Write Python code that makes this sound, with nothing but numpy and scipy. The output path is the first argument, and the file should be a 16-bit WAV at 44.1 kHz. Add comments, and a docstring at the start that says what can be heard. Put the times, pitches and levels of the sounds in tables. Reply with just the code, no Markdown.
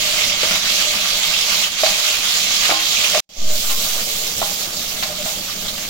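"""In a kitchen, close over a metal pot on a stove: green chillies fry in hot oil, stirred with a steel spoon.
Thousands of noisy bubble bursts, coloured by bubble size and the air in the pot, make the sizzle at two microphones.
Short swarms of noise splutter; damped sines make the spoon's knocks; its drags are noise through narrow resonances.
The sound drops out briefly and fades back in on chopped onion pushed off a plate: a finer, higher sizzle.
A low rumble and faint hum lie underneath; soft low bumps come from the plate."""
import sys
import numpy as np
from scipy import signal
from scipy.fft import rfft, irfft
from scipy.io import wavfile
from scipy.ndimage import uniform_filter1d

SR = 44100
rng = np.random.default_rng(int(sys.argv[2]) if len(sys.argv) > 2 else 0)


def to_wav(s):
    """Save 16-bit WAV."""
    ch = np.atleast_2d(s).T  # columns
    pcm = np.round(np.clip(ch, -1, 1) * 32767)  # PCM
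    wavfile.write(sys.argv[1], SR, pcm.astype(np.int16))


N = 259749
TIME = np.arange(N) / SR

# All table levels are relative; the functions set the final balance.
# Chilli sizzle at the two microphones: pitch_hz, left_db, right_db
SIZZLE_SPECTRUM = [(385, -29.5, -29), (995, -15, -14), (1760, -11.5, -9.5), (2160, -5, -3.5),
                   (3220, -3.5, 1.1), (4580, -3.5, -1), (5470, -16, -2.5), (7100, -13.5, -3),
                   (8710, -19.5, -20), (10000, -19, -19), (13100, -20, -17.5), (15800, -18.0, -20.5)]
# Change of colour with wet onion: pitch_hz, change_db
ONION_COLOUR = [(500, 11.5), (1000, -2), (2300, -0.5), (4000, 4.5), (6500, 7), (9500, -6), (14000, -2)]
# Resonances of the air in the pot: pitch_hz, width_hz, lift_db
POT_AIR = [(446, 84, 14.5), (615, 49, 14.5), (746, 39, 10), (1200, 105, 7)]
# Lulls as the food is lifted or pushed out of the oil: middle_s, half_length_s, depth_db, tiny_bubble_loss_db
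LULLS = [(0.36, 0.071, 2, 3.5), (0.62, 0.047, 2, 1), (1.055, 0.16, 2, 0), (1.40, 0.064, 0.5, 2.5),
         (1.703, 0.032, 7.5, -0.5), (1.765, 0.032, 4.5, 4), (2.22, 0.061, 2.5, -0.5),
         (2.514, 0.059, 0.7, 2.5), (2.774, 0.043, 2.5, 3.5), (4.688, .04, 3.5, 0), (5.14, 0.059, 0.5, 2.5)]
# Rumble of the stove and kitchen: pitch_hz, level_db (per Hz)
RUMBLE_SPECTRUM = [(25, 2.5), (42, -7.5), (64, -7.5), (82, -13), (98, -5), (130, -13), (172, 0.5),
                   (205, -0.5), (252, -5.5), (292, -11.5), (343, -5.5), (400, -20), (600, -3.5),
                   (1500, -34)]
# Rise and fall of the rumble and hum: time_s, level_db
RUMBLE_SWELL = [(0, 3), (.8, 2.5), (1.7, -1), (2.2, -1.5), (3.2, 1), (4.4, 2.5), (5.3, 3), (5.89, 3)]
# Strokes of the spoon that make the metal sing: start_s, end_s, level_db
DRAGS = [(0.023, 0.39, -33.5), (0.45, 0.544, -32), (0.687, 1.214, -37), (1.46, 1.683, -38.5),
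         (1.883, 2.13, -41), (2.98, 3.095, -37.5), (3.132, 3.2, -18.5), (3.343, 3.60, -37.5),
         (5.08, 5.15, -31), (5.18, 5.239, -29), (5.28, 5.355, -37)]
# What sings under the dragging spoon: pitch_hz, half_width_hz, level_db
SINGING_METAL = [(610, 16, 8), (634, 75, -2), (1200, 28, -2)]
# Oil spluttering as the food shifts: start_s, level_db, centre_hz, decay_s
SPLUTTERS = [(0.217, -17, 3700, 0.012), (.236, -10, 3760, 0.011), (0.297, -10.5, 2680, 0.0054),
             (.320, -16, 2380, .006), (1.232, -12, 3500, 0.019), (1.335, -13, 2730, 0.017),
             (1.630, -13, 2920, 0.026), (2.320, -14, 3800, 0.0088), (2.557, -15, 4100, 0.014),
             (2.654, -12, 3980, 0.0069), (2.963, -16, 2550, 0.028), (3.044, -10, 2700, 0.011),
             (4.3805, -13.5, 7500, .003), (4.765, -19, 4800, 0.015), (5.031, -17, 4200, 0.014),
             (5.503, -22, 3900, 0.02), (5.678, -20.5, 3750, 0.023)]
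# Ringing of the pot: pitch_hz, level_db, t60_s
POT_MODES = [(317.4, 0.5, 0.46), (476, -21, 0.26), (574, -10, 0.32), (618.6, 2.5, 0.18), (640, 0, 0.21),
             (678, -13.5, 0.35), (744, -7.5, 0.25), (808, -8.5, 0.47), (930, -9, 0.084), (1067, -8, 0.34),
             (1190, -42.5, 0.26), (1200, -8, 0.19), (1380, -10, 0.25), (2070, -19, .2), (2350, -19.5, .2)]
# Knocks of the spoon: start_s, ring_db, struck_place_hz, thud_db, scrape_db
KNOCKS = [(0.432, -18, 510, -13.5, -14.5), (.442, -19, 600, -22, -17), (.510, -26, 700, -18, -17),
          (1.834, -5.5, 634, -6, -16), (1.864, -23, 600, -24, -17), (2.694, -12, 730, -6, -34),
          (2.702, -28, 890, -29, -13), (2.711, -12, 1200, -7.5, -18), (2.711, -22.5, 344, -21, -37),
          (2.721, -11.5, 780, -6.5, -26), (3.146, -10.5, 640, -8, -16), (3.176, -39, 610, -10, -30),
          (3.702, -22, 1200, -17.5, -24), (4.4165, -14, 747, -7.5, -26), (4.427, -23, 1050, -8, -24),
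          (5.026, -22, 840, -20, -18), (5.033, -36, 1200, -34, -20), (5.259, -19, 790, -19, -23.5),
          (5.780, -37, 1200, -33, -23.5)]
# Pieces of onion land and the sizzle flares: start_s, lift_db, time_to_top_s
FLARES = [(3.66, 0.9, .05), (3.79, 1.2, 0.097), (4.07, 1.2, 0.055), (4.36, 1.0, 0.055), (4.49, 0.5, 0.041),
          (4.88, 1.6, 0.013), (5.02, 1, .02), (5.24, 2.5, 0.038), (5.59, 0.6, 0.059), (5.80, 1.3, 0.048)]
# Soft bumps as the plate is handled: start_s, level_db, pitch_hz
BUMPS = [(3.446, -25, 69.4), (3.506, -36, 111), (4.359, -29, 90.5), (4.421, -32, 97)]

PAUSE_START_S, PAUSE_END_S = 3.204, 3.291
ONION_FROM_S = (PAUSE_START_S + PAUSE_END_S) / 2
FADE_DB, FADE_S = 17, 0.11  # depth and length of the fade after the pause
EDGE_HZ = 15950  # upper band limit

# Chillies: large and tiny bubbles are relative to the main 2.5-8 kHz sizzle
CHILLI_DB, HEATING_DB_PER_S, CHILLI_LARGE_DB, CHILLI_TINY_DB = -20.5, 0.12, -9.5, -11.5
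# Onion: builds up until ONION_FULL_S, then sinks as it dries
ONION_DB, ONION_FULL_S, BUILD_DB_PER_S, DRYING_DB_PER_S = -26, 3.562, 44, 2.5
# Its large bubbles hold up while it dries; its tiny ones sink and flare somewhat more than the main sizzle
ONION_LARGE_DB, ONION_TINY_DB, LARGE_SHARE, TINY_EXTRA_SHARE = -12.5, -4, 0.94, 0.35


def amp(db):
    """Decibels to gain."""
    return 10 ** (np.asarray(db) / 20)


def evened(x):
    """Scales to rms 1."""
    return x / np.sqrt(np.mean(x ** 2) + 1e-20)


def read(points, hz, axis=1):
    """One column of a spectrum table, on a log-frequency axis."""
    table = np.transpose(points)
    return np.interp(np.log(hz + 1), np.log(table[0] + 1), table[axis])


def hump(hz, centre_hz, octaves):
    """A bell on the log-frequency axis."""
    return np.exp(-.5 * (np.log2((hz + 1) / centre_hz) / octaves) ** 2)


def coloured(x, gain):
    """Filters by a gain that is a function of frequency."""
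    hz = np.fft.rfftfreq(x.shape[-1], 1 / SR)
    return irfft(rfft(x) * gain(hz), x.shape[-1])


def add(mix, start_s, sound):
    """Adds a stereo sound at a given time."""
    part = mix[:, round(start_s * SR):][:, :sound.shape[1]]
    part += sound[:, :part.shape[1]]


def two_ports(z, hz, merge_hz):
    """Long waves reach both microphones alike, short ones unrelated."""
    same = np.clip(1 / (1 + (hz / merge_hz) ** 3), 0, 1)
    right = same * z[0] + np.sqrt(1 - same ** 2) * z[1]
    return np.array([z[0], right])


def echoes(t60, wet_db, size=4000):
    """A direct click, a little later on the right, and its dying reflections."""
    tail = rng.standard_normal((2, size)) * amp(-60 * np.arange(size) / SR / t60)
    tail *= amp(wet_db) / np.linalg.norm(tail, axis=1, keepdims=True)
    tail[[0, 1], [0, rng.integers(6, 11)]] += 1
    return tail


def bubbles(per_s, spread_db, count=28):
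    """Bursts of all sizes at many spots in the oil, each spot with its own echoes off the pot wall."""
    out = np.zeros((2, N))
    size = amp(spread_db * np.minimum(rng.exponential(1, N), 4.4)) * rng.choice([-1, 1], N)
    bursts = size * (rng.random(N) < per_s / SR)
    spot = rng.integers(0, count, N)
    for k in range(count):
        at_spot = (bursts * (spot == k))[None]
        out += signal.oaconvolve(at_spot, echoes(t60=0.044, wet_db=4.5), axes=1)[:, :N]
    return evened(out)


def chillies(t):
    """Level, large bubbles and tiny bubbles (dB) of a steady frying that slowly heats up."""
    level_db = CHILLI_DB + HEATING_DB_PER_S * t
    return np.array(np.broadcast_arrays(level_db, CHILLI_LARGE_DB, CHILLI_TINY_DB))


def frying(t):
    """Chillies before the pause, onion after it; lulls lower the sizzle and alter its tiny bubbles."""
    level_db, large_db, tiny_db = np.where(t < ONION_FROM_S, chillies(t), onions(t))
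    for middle_s, half_s, depth_db, loss_db in LULLS:
        lull = np.exp(-((t - middle_s) / half_s) ** 2)
        level_db = level_db - depth_db * lull
        tiny_db = tiny_db - loss_db * lull
    return level_db, large_db, tiny_db


def sizzle(patchy_db=1.39, flicker_db=0.45, clump_db=1.2):
    """Bursting bubbles, coloured by their sizes and by the air in the pot."""
    hz, t, z = signal.stft(bubbles(per_s=9000, spread_db=2.0), SR, nperseg=1024, noverlap=768)
    f = hz[:, None]
    z = two_ports(z, f, merge_hz=700)
    colour_db = np.array([read(SIZZLE_SPECTRUM, f, axis=1), read(SIZZLE_SPECTRUM, f, axis=2)])
    colour_db = colour_db + (t > ONION_FROM_S) * read(ONION_COLOUR, f)
    for centre_hz, width_hz, lift_db in POT_AIR:
        colour_db += lift_db / (1 + (2 * (f - centre_hz) / width_hz) ** 2)
    colour_db -= 10 * np.log10(1 + (330 / (f + 1)) ** 4)  # small bubbles give no bass

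    def power_db(lo_hz, hi_hz):
        """Level of the colour in one band."""
        power = (amp(colour_db) ** 2).mean(0)
        return 10 * np.log10(power[(hz > lo_hz) & (hz < hi_hz)].sum(0) / len(hz) / 2)

    colour_db -= power_db(2500, 8000)  # the main band becomes the 0 dB reference
    level_db, large_db, tiny_db = frying(t)
    # large bubbles come in clumps
    clumps = evened(uniform_filter1d(rng.standard_normal(len(t)), size=10))
    large_db = large_db + clump_db * clumps
    # large bubbles fill the middle of the spectrum, tiny ones its top
    more_large_db = large_db - power_db(1300, 2500)
    more_tiny_db = tiny_db - power_db(8500, 15500)
    colour_db += 1.51 * more_large_db * hump(f, 1225, 0.72)
    colour_db += more_tiny_db * np.clip((f - 6500) / 2500, 0, 1)
    # clusters of like bubbles come and go, and the whole flickers
    patches = uniform_filter1d(rng.standard_normal(colour_db.shape[1:]), 7, axis=1)
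    patches = evened(uniform_filter1d(patches, 20, axis=0))
    flicker = evened(uniform_filter1d(rng.standard_normal(len(t)), size=7))
    colour_db += patchy_db * patches + flicker_db * flicker
    return signal.istft(z * amp(colour_db + level_db), SR, nperseg=1024, noverlap=768)[1][:, :N]


def stove(rumble_db=-40, hum_hz=97, hum_db=-57, draught_db=0, flutter_db=2.0):
    """Low, fluttering rumble under the pot with a faint hum; the deepest draught differs at each microphone."""
    hz = np.fft.rfftfreq(N, 1 / SR)
    shared = two_ports(rfft(rng.standard_normal((2, N))), hz, merge_hz=600)
    draught = rfft(rng.standard_normal((2, N))) / (1 + (hz / 85) ** 4) * amp(draught_db)
    rumble = evened(irfft((shared + draught) * amp(read(RUMBLE_SPECTRUM, hz)), N))
    hum = np.sqrt(2) * np.sin(2 * np.pi * hum_hz * TIME)
    flutter = evened(coloured(rng.standard_normal(N), lambda f: hump(f, 6.3, 1.0)))
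    swell_db = np.interp(TIME, *np.transpose(RUMBLE_SWELL)) + flutter_db * flutter
    return (amp(rumble_db) * rumble + amp(hum_db) * hum) * amp(swell_db)


def drags(level_db=-2, merge_hz=700):
    """Friction of the spoon feeds a few narrow resonances of the metal."""
    press = np.zeros(N)
    for start_s, end_s, db in DRAGS:
        press += amp(db) * np.clip(np.minimum(TIME - start_s, end_s - TIME) / 0.025, 0, 1)
    f = np.fft.rfftfreq(N, 1 / SR)
    friction = two_ports(rfft(rng.standard_normal((2, N))), f, merge_hz)
    metal = sum(amp(db) / (1 + ((f - hz) / half_width_hz) ** 2) for hz, half_width_hz, db in SINGING_METAL)
    return amp(level_db) * press * evened(irfft(friction * metal, N))


def splutters(level_db=-5.5, left_db=-4):
    """A pocket of water boils off at once: a quick swarm of like bubbles."""
    out = np.zeros((2, N))
    for start_s, db, centre_hz, decay_s in SPLUTTERS:
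        u = np.arange(6000) / SR / decay_s
        swarm = evened(coloured(rng.standard_normal((2, len(u))), lambda f: hump(f, centre_hz, 0.18)))
        envelope = 2 * (1 - np.exp(-6 * u)) * np.exp(-u)
        add(out, start_s, amp(db + level_db) * swarm * envelope)
    return out * amp([[left_db], [0]])


def spoon(ring_db=-1, contact_db=-1, tick_db=3, contact_s=0.011, thud_cycles=1.94,
          overtone=1.77, overtone_db=-8, room_db=-8):
    """Each knock dents the metal for a few cycles, rings the modes near the place struck, ticks and scrapes."""
    out, t = np.zeros((2, N)), np.arange(SR // 2) / SR
    hz, mode_db, t60 = np.transpose(POT_MODES)[:, :, None]
    for start_s, db, place_hz, thud_db, scrape_db in KNOCKS:
        # higher modes always ring a little
        weight = amp(mode_db) * (hump(hz, place_hz, 0.41) + .12 * (hz > place_hz))
        # each microphone hears the modes in different phase
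        phase = rng.uniform(0, 2 * np.pi, hz.shape) + rng.normal(0, 0.68, (2, len(hz), 1))
        modes = weight * amp(-60 * t / t60) * np.sin(2 * np.pi * hz * t + phase)
        ring = modes.sum(1) / np.linalg.norm(weight)
        cycles = place_hz * t
        ring *= 1 - np.exp(-cycles / thud_cycles)  # the ring grows as the thud spreads through the metal
        dent = np.sin(2 * np.pi * cycles) + amp(overtone_db) * np.sin(2 * np.pi * overtone * cycles)
        thud = -dent * np.exp(-cycles / thud_cycles) * (1 - np.exp(-cycles / 0.34))
        contact = np.exp(-t / contact_s) + amp(tick_db) * np.exp(-t / 0.00016)  # scrape plus sharp tick
        scrape = evened(coloured(rng.standard_normal((2, len(t))), lambda f: hump(f, 2060, 1.0))) * contact
        knock = amp(db + ring_db) * ring / 2 + amp(thud_db) * thud + amp(scrape_db + contact_db) * scrape
        add(out, start_s, knock)
    kitchen = signal.oaconvolve(out, echoes(t60=0.38, wet_db=room_db, size=12000), axes=1)[:, :N]
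    return kitchen * amp([[-1], [1]])  # a little louder on the right


def onions(t):
    """Level, large and tiny bubbles (dB) of wet onion: it builds up, dries off, and flares with each new piece."""
    build_db = -BUILD_DB_PER_S * np.clip(ONION_FULL_S - t, 0, ONION_FULL_S - PAUSE_END_S - FADE_S)
    dried_db = DRYING_DB_PER_S * np.maximum(t - ONION_FULL_S, 0)
    change_db = build_db - dried_db
    for start_s, lift_db, rise_s in FLARES:
        u = np.maximum(t - start_s, 0) / rise_s
        change_db = change_db + lift_db * u * np.exp(1 - u)
    large_db = ONION_LARGE_DB + LARGE_SHARE * dried_db
    tiny_db = ONION_TINY_DB + build_db + TINY_EXTRA_SHARE * change_db
    return np.array([ONION_DB + change_db, large_db, tiny_db])


def bumps(decay_s=0.022):
    """Dull, low pushes of the plate: quickly damped sines with no ring."""
    out, t = np.zeros((2, N)), np.arange(SR // 4) / SR
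    for start_s, db, hz in BUMPS:
        push = np.sin(2 * np.pi * hz * t) * (1 - np.exp(-hz * t)) * np.exp(-t / decay_s)
        add(out, start_s, amp(db) * push[None])
    return out


def scene():
    """Frying, stove, spoon and plate together."""
    return sizzle() + stove() + drags() + splutters() + spoon() + bumps()


def record(dry, settle_db=-8, settle_hz=2.08, settle_s=0.32):
    """A brief dropout and fade-in, a subsonic swing as the microphone settles, a soft ceiling and the band limit."""
    fade = amp(-FADE_DB * np.clip(1 - (TIME - PAUSE_END_S) / FADE_S, 0, 1))
    live = uniform_filter1d((TIME < PAUSE_START_S) + (TIME > PAUSE_END_S) * fade, size=60)
    t = np.maximum(TIME - 3.375, 0)
    swing = amp(settle_db) * np.sin(2 * np.pi * settle_hz * t) * np.exp(-t / settle_s)
    sound = dry * np.maximum(live, amp(-56)) + swing
    sound = sound / (1 + (sound / .88) ** 8) ** (1 / 8)  # soft ceiling
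    band_limit = signal.firwin(401, EDGE_HZ, window=("kaiser", 9), fs=SR)
    return signal.oaconvolve(sound, band_limit[None], "same")


dry = scene()
out = record(dry)
to_wav(out)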